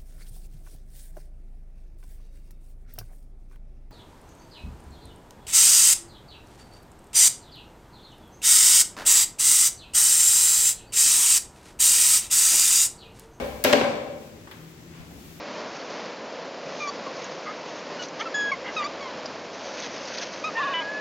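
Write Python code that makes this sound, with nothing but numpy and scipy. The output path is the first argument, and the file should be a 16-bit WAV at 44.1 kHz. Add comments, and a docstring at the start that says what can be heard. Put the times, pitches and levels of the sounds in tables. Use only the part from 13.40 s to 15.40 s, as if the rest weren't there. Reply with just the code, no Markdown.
"""The tail of an earlier knock is dying away as a wooden beater knocks twice against the cloth of a hand loom.
Each knock is a quick run of contacts: sticks crack (noise bursts), the frame rings (decaying sines); two late
dull returns follow, like echoes from a far wall. The reverberant hall answers with slowly fading noise.
Then a stick taps faintly (noise bursts), over a noise floor and low drone (narrow noise) with slow swells of
hiss, a few soft bumps and, at the end, low swells that rise quickly and die away (all coloured noise)."""
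import sys
import numpy as np
from scipy import signal
from scipy.io import wavfile

SR = 44100
rng = np.random.default_rng(int(sys.argv[2]) if len(sys.argv) > 2 else 0)


def digitize_waveform(pressure):
    """Quantize a signal to 16-bit integers and store it at the path in sys.argv[1].

    Rows of a 2-D input are taken as channels; values are limited to [-1, 1].
    """
    field = np.atleast_2d(pressure).T
    bounded = np.clip(field, -1, 1)
    quanta = np.round(bounded * 32767).astype(np.int16)
    wavfile.write(sys.argv[1], SR, quanta)


N = 88200

# Wood meets wood; the last two rows are late dull returns, like echoes from a far wall. Levels relative:
# t/s, frame ring level/dB, crack level/dB, crack tilt/(dB per octave), treble corner f/Hz, hall send level/dB
CONTACTS_AND_RETURNS = [ (-0.16, -4.5, -3, -2, 16000, -1), (0.2392, -27, -21, 9, 17000, -1),
                        (0.2424, -38, -14, 2.5, 17000, -2.5), (0.2466, -34, -6, -0.5, 11000, 5),
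                        (0.2482, -7.5, -10.5, 2.5, 11000, 2.5), (0.3275, -9.5, -5.5, -0.5, 8400, -1.5),
                        (0.3323, -6, -2.5, -1, 7500, -1.5), (0.3390, -9.5, -15, -5.5, 5000, -7),
                        (0.4120, -13.5, -12, -6.5, 3940, -5), (0.4428, -13, -35, -9, 4000, 1)]
# Crack of the sticks, relative spectrum: f/Hz, level/(dB per Hz)
CRACK_SPECTRUM = [(30, -60), (100, -21), (300, -3), (800, -1.5), (1250, -3.5), (2500, 0), (4000, -5),
                  (5800, -11), (7500, -8.5), (9000, -19), (11000, -12.5), (15500, -14.5)]
# Modes of the wooden frame, levels relative: f/Hz, level/dB, t60/s, level in the hall/dB
FRAME_MODES = [(235, -14, 0.067, -16), (266.3, -14.5, 0.17, -19), (306, -16.5, 0.093, -24),
               (425.4, -19.5, 0.17, -17.5), (511, -12.5, 0.096, -11), (561.6, -9.5, 0.077, -15),
               (579, -2, 0.077, -9.5), (760, -20.5, 0.078, -27), (784.5, -19.5, 0.12, -16),
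               (1010, -8.5, 0.041, -23.5), (1061, -28.5, 0.12, -20), (1495, -39, 0.043, -34),
               (1607, -13.5, 0.064, -23.5), (2259, -40, 0.059, -19), (2655, -25, .07, -36)]
# Reverberation of the hall, level relative: f/Hz, t60/s, level/dB
HALL = [(100, 1.32, 13.5), (250, 1.236, -4), (586, 1.157, 1), (1296, 0.92, 0), (2500, 0.87, -2),
        (5300, 0.79, -1.5), (7700, 0.7, -5.5), (13700, 0.48, -6)]
# How alike left and right are: f/Hz, correlation
LIKENESS = [(40, 0.32), (125, 0.96), (300, 0.77), (600, 0.61), (1200, 0), (3000, 0), (15000, 0.091)]
# A stick scuffs against the warp: t/s, level/dB, tilt/(dB per octave), treble corner f/Hz
TAPS = [(1.0717, -39.5, -1.5, 2200), (1.1119, -37.5, -0.5, 16800)]
# Scuff of the stick, relative spectrum: f/Hz, level/(dB per Hz)
TAP_SPECTRUM = [(100, -30), (500, -36), (850, 2), (1500, 2), (2700, -0.5), (3700, 0.5), (5500, -19),
                (9500, -22), (13000, -8), (16000, -13)]
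# Slow swells of the background noise, mostly hiss: t at the peak/s, length (standard deviation)/s, level/dB,
# tilt/(dB per octave)
HISS_SWELLS = [(0.05, 0.21, -52.5, 2), (0.85, 0.051, -60.5, 2), (1.215, 0.11, -74, 6.5),
               (1.586, 0.058, -49.5, -6.5), (1.903, 0.14, -56, 1.7)]
# Hiss of these swells, relative spectrum: f/Hz, level/(dB per Hz)
HISS_SPECTRUM = [(200, -44), (1000, -2), (2500, 4), (7000, -3), (10000, -6), (15000, -5)]
# Three soft bumps, then (from 1.591 s) low swells in the background, perhaps a distant engine:
# t/s, level/dB, tilt/(dB per octave), t60/s
BUMPS_AND_LOW_SWELLS = [(0.01, -47.5, -4.5, 1), (0.665, -60, -5, 0.12), (1.391, -47, 4, 0.27),
                        (1.591, -42, 1.5, 0.63), (1.698, -46.5, 3.5, 1), (1.851, -48.5, -1.5, 1)]
# Bumps and low swells, relative spectrum: f/Hz, level/(dB per Hz)
LOW_SPECTRUM = [(25, -55), (60, 22), (120, -3), (270, 6), (400, -10), (700, -9), (3000, -57), (15000, -54)]
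# Steady background noise, relative spectrum: f/Hz, level/(dB per Hz)
FLOOR_SPECTRUM = [(25, -31), (60, -6), (125, -4), (200, -8.5), (350, -5.5), (520, -17.5), (1000, -22),
                  (2200, -21.5), (4000, -26.5), (7200, -27.5), (9500, -37), (15000, -33.5)]
# Low resonances of the background: f/Hz, width of each of two filter passes/Hz, level/dB
DRONE = [(162.7, 7.9, -53), (247.9, 29, -60)]

CRACK_DB, CRACK_PAN_DB, CRACK_ATTACK_S = -5, 2, 0.00056
CRACK_T60_S, CRACK_SHORTENS = 0.028, 0.37  # t60 at 2 kHz; power by which it falls with pitch
TILT_FROM_HZ = 660  # the cracks differ in tilt only above this pitch
FRAME_PAN_DB, FRAME_HALL_DB = 5, -11
FRAME_SWELL_S, FRAME_LOW_HZ = 0.0065, 135  # the frame takes a moment to respond and radiates little bass
WALL_DELAY_S, WALL_DB = 0.019, -10.5  # echo from a near wall
HALL_DELAY_S, HALL_BUILD_S, HALL_PAN_DB = 0.002, 0.01, 3
HALL_WIDTH_HZ, HALL_WIDTH_SHARE = 18.6, 0.051  # filter width of a mode in the hall: base, share of its pitch
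TAP_ATTACK_S, TAP_T60_S, TAP_HALL_DB = 0.0017, 0.051, -14
LOW_ATTACK_S = 0.012
FLOOR_DB, FLOOR_PAN_DB = -47.5, 3
CUTOFF_HZ, CEILING = 16000, 1.3

LEAD = int(0.5 * SR)  # samples of run-up, so that the earlier knock can begin before time zero
TIME = np.arange(N) / SR
EDGES = np.geomspace(22, 17000, 27)  # band edges, Hz
CENTRES = np.sqrt(EDGES[1:] * EDGES[:-1])
BANK = [signal.butter(2, pair, "band", fs=SR, output="sos") for pair in zip(EDGES, EDGES[1:])]


def knocks():
    """The cracks and the ringing frame, with its wall echo and reverberation."""
    ring = frame()
    echo = from_db(WALL_DB) * np.interp(TIME - WALL_DELAY_S, TIME, ring)
    return cracks() + pan(FRAME_PAN_DB) * (ring + echo) + frame_in_hall()


def cracks():
    """Contacts and late returns are short noise bursts, whose energy lingers in the hall as a smooth wash."""
    t60 = (CRACK_T60_S * (CENTRES / 2000) ** -CRACK_SHORTENS)[:, None]
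    octaves = np.log2(np.maximum(CENTRES, TILT_FROM_HZ) / 2000)
    short = burst(TIME[:SR // 8], CRACK_ATTACK_S, t60)[:, None]

    hall_t60 = per_band(HALL, axis=1)[:, None]
    # a longer crack feeds more energy into the hall
    hall_gain = from_db(per_band(HALL, axis=2))[:, None] * np.sqrt(t60 / hall_t60)
    lingering_power = (hall_gain * burst(TIME - HALL_DELAY_S, HALL_BUILD_S, hall_t60)) ** 2

    direct = np.zeros((2, LEAD + N))
    hall_power = np.zeros((len(CENTRES), LEAD + N))
    for s, _, crack_db, tilt_db, corner_hz, hall_db in CONTACTS_AND_RETURNS:
        level = from_db(CRACK_DB + crack_db + tilt_db * octaves)
        gains = level * colour(CRACK_SPECTRUM) * dulled(corner_hz)
        crack = mix(gains, noise_bands(short.shape[-1]) * short)
        add(direct, s, pan(CRACK_PAN_DB) * crack)
        add(hall_power, s, (from_db(hall_db) * gains[:, None]) ** 2 * lingering_power)
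    wash = np.sum(np.sqrt(hall_power[:, None, LEAD:]) * noise_bands(N), axis=0)
    return direct[:, LEAD:] + pan(HALL_PAN_DB) * wash


def frame():
    """The wooden frame's modes ring as decaying sines, at the contacts and again at the late returns."""
    t = np.arange(SR // 2) / SR
    ring = sum(from_db(db) * np.sin(2 * np.pi * hz * t) * burst(t, FRAME_SWELL_S, t60)
               for hz, db, t60, _ in FRAME_MODES)
    out = np.zeros((1, LEAD + N))
    for s, ring_db, *_ in CONTACTS_AND_RETURNS:
        add(out, s, from_db(ring_db) * ring[None])
    bass_cut = signal.butter(2, FRAME_LOW_HZ, "high", fs=SR, output="sos")
    return signal.sosfilt(bass_cut, out)[0, LEAD:]


def frame_in_hall():
    """Each mode lingers in the hall as a wavering cluster; the energies of contacts and returns add up."""
    out = 0
    for hz, _, _, mode_db in FRAME_MODES:
        t60 = np.interp(hz, CENTRES, per_band(HALL, axis=1))
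        alike = np.clip(np.interp(hz, CENTRES, per_band(LIKENESS)), -.99, .99)
        power = sum((from_db(ring_db + hall_db) * burst(TIME - s - HALL_DELAY_S, HALL_BUILD_S, t60)) ** 2
                    for s, ring_db, *_, hall_db in CONTACTS_AND_RETURNS)
        mid, side = narrow_noise(hz, HALL_WIDTH_HZ + HALL_WIDTH_SHARE * hz)
        out = out + from_db(mode_db) * np.sqrt(power) * stereo(mid, side, alike)
    return from_db(FRAME_HALL_DB) * pan(HALL_PAN_DB) * out


def taps():
    """Light scuffs of a stick: short noise bursts, each with a faint tail from the hall."""
    bands = noise_bands(N)
    hall_t60 = per_band(HALL, axis=1)[:, None, None]
    out = 0
    for s, db, tilt_db, corner_hz in TAPS:
        scuff = burst(TIME - s, TAP_ATTACK_S, TAP_T60_S)
        tail = from_db(TAP_HALL_DB) * burst(TIME - s, HALL_BUILD_S, hall_t60)
        gains = colour(TAP_SPECTRUM, tilt_db) * dulled(corner_hz)
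        out = out + from_db(db) * mix(gains, bands * (scuff + tail))
    return out


def bumps_and_swells():
    """Bumps, low swells and hiss swells, all shaped from the same noise."""
    bands = noise_bands(N)
    return bumps_and_low_swells(bands) + hiss_swells(bands)


def bumps_and_low_swells(bands):
    """Soft bumps, then low background swells: mostly low noise that rises quickly and dies away."""
    out = 0
    for s, db, tilt_db, t60 in BUMPS_AND_LOW_SWELLS:
        low_noise = mix(colour(LOW_SPECTRUM, tilt_db, pivot_hz=192), bands)
        out = out + from_db(db) * burst(TIME - s, LOW_ATTACK_S, t60) * low_noise
    return out


def hiss_swells(bands):
    """The background noise, mostly hiss, swells slowly along smooth bell curves."""
    out = 0
    for s, length, db, tilt_db in HISS_SWELLS:
        swell = np.exp(-((TIME - s) / length) ** 2 / 2)
        out = out + from_db(db) * swell * mix(colour(HISS_SPECTRUM, tilt_db), bands)
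    return out


def background():
    """Low rumble and faint hiss, with a wavering drone of narrow noise."""
    drone = sum(from_db(db) * narrow_noise(hz, width)[0] for hz, width, db in DRONE)
    return drone + from_db(FLOOR_DB) * mix(colour(FLOOR_SPECTRUM), noise_bands(N))


def from_db(db):
    """Decibels to gain."""
    return 10 ** (np.asarray(db) / 20)


def pan(db):
    """Left and right gains for a level difference; positive leans left."""
    return from_db([[db / 2], [-db / 2]])


def per_band(table, axis=1):
    """One column of a table, read at the band centres."""
    table = np.array(table)
    return np.interp(np.log(CENTRES), np.log(table[:, 0]), table[:, axis])


def noise_bands(size):
    """White stereo noise split into bands (band, channel, sample), each with its left-right likeness."""
    white = rng.standard_normal((2, 2, size + 4096))  # the extra samples let the filters settle
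    bands = []
    for k, alike in enumerate(np.clip(per_band(LIKENESS), -.99, .99)):
        # neighbouring bands take turns between two unrelated noises
        mid, side = signal.sosfilt(BANK[k], white[k % 2])[:, -size:]
        bands.append(stereo(mid, side, alike))
    return np.array(bands)


def narrow_noise(hz, width):
    """Two unrelated noises, each passed twice through one resonance; rms 1."""
    b, a = signal.iirpeak(hz, hz / width, fs=SR)
    once = signal.lfilter(b, a, rng.standard_normal((2, LEAD + N)))
    tone = signal.lfilter(b, a, once)[:, LEAD:]
    return tone / tone.std()


def stereo(mid, side, alike):
    """Left and right with a given correlation, from two unrelated noises."""
    return np.sqrt((1 + alike) / 2) * mid + np.sqrt((1 - alike) / 2) * np.array([side, -side])


def colour(spectrum, tilt_db=0, pivot_hz=2000):
    """Band gains that give noise of rms 1, then tilted about a pivot."""
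    gain = from_db(per_band(spectrum))
    gain = gain / np.sqrt(np.sum(gain ** 2 * np.diff(EDGES)) * 2 / SR)
    return gain * from_db(tilt_db * np.log2(CENTRES / pivot_hz))


def dulled(corner_hz):
    """Band gains of a dull sound, which lacks the treble above its corner."""
    return 1 / np.sqrt(1 + (CENTRES / corner_hz) ** 6)


def mix(gains, bands):
    """Weighted sum of bands."""
    return np.tensordot(gains, bands, 1)


def decay(t, t60):
    """Exponential fall by 60 dB in t60."""
    return np.exp(-np.log(1000) * t / t60)


def burst(t, attack, t60):
    """A quick rise from time zero under an exponential fall."""
    return np.clip(t / attack, 0, 1) * decay(abs(t), t60)


def add(track, s, sound):
    """Lay a sound on a track that begins LEAD samples early."""
    start = max(int(s * SR) + LEAD, 0)
    part = sound[:, :track.shape[1] - start]
    track[:, start:start + part.shape[1]] += part


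def scene():
    """The loom in its hall and the background, a little to the left."""
    return knocks() + pan(FLOOR_PAN_DB) * (taps() + bumps_and_swells() + background())


def record(dry):
    """The highest peaks are softly rounded and the top of the treble is cut."""
    rounded = CEILING * np.tanh(dry / CEILING)
    top_cut = signal.ellip(10, .1, 80, CUTOFF_HZ, fs=SR, output="sos")
    return signal.sosfilt(top_cut, rounded)


dry = scene()
out = record(dry)
digitize_waveform(out)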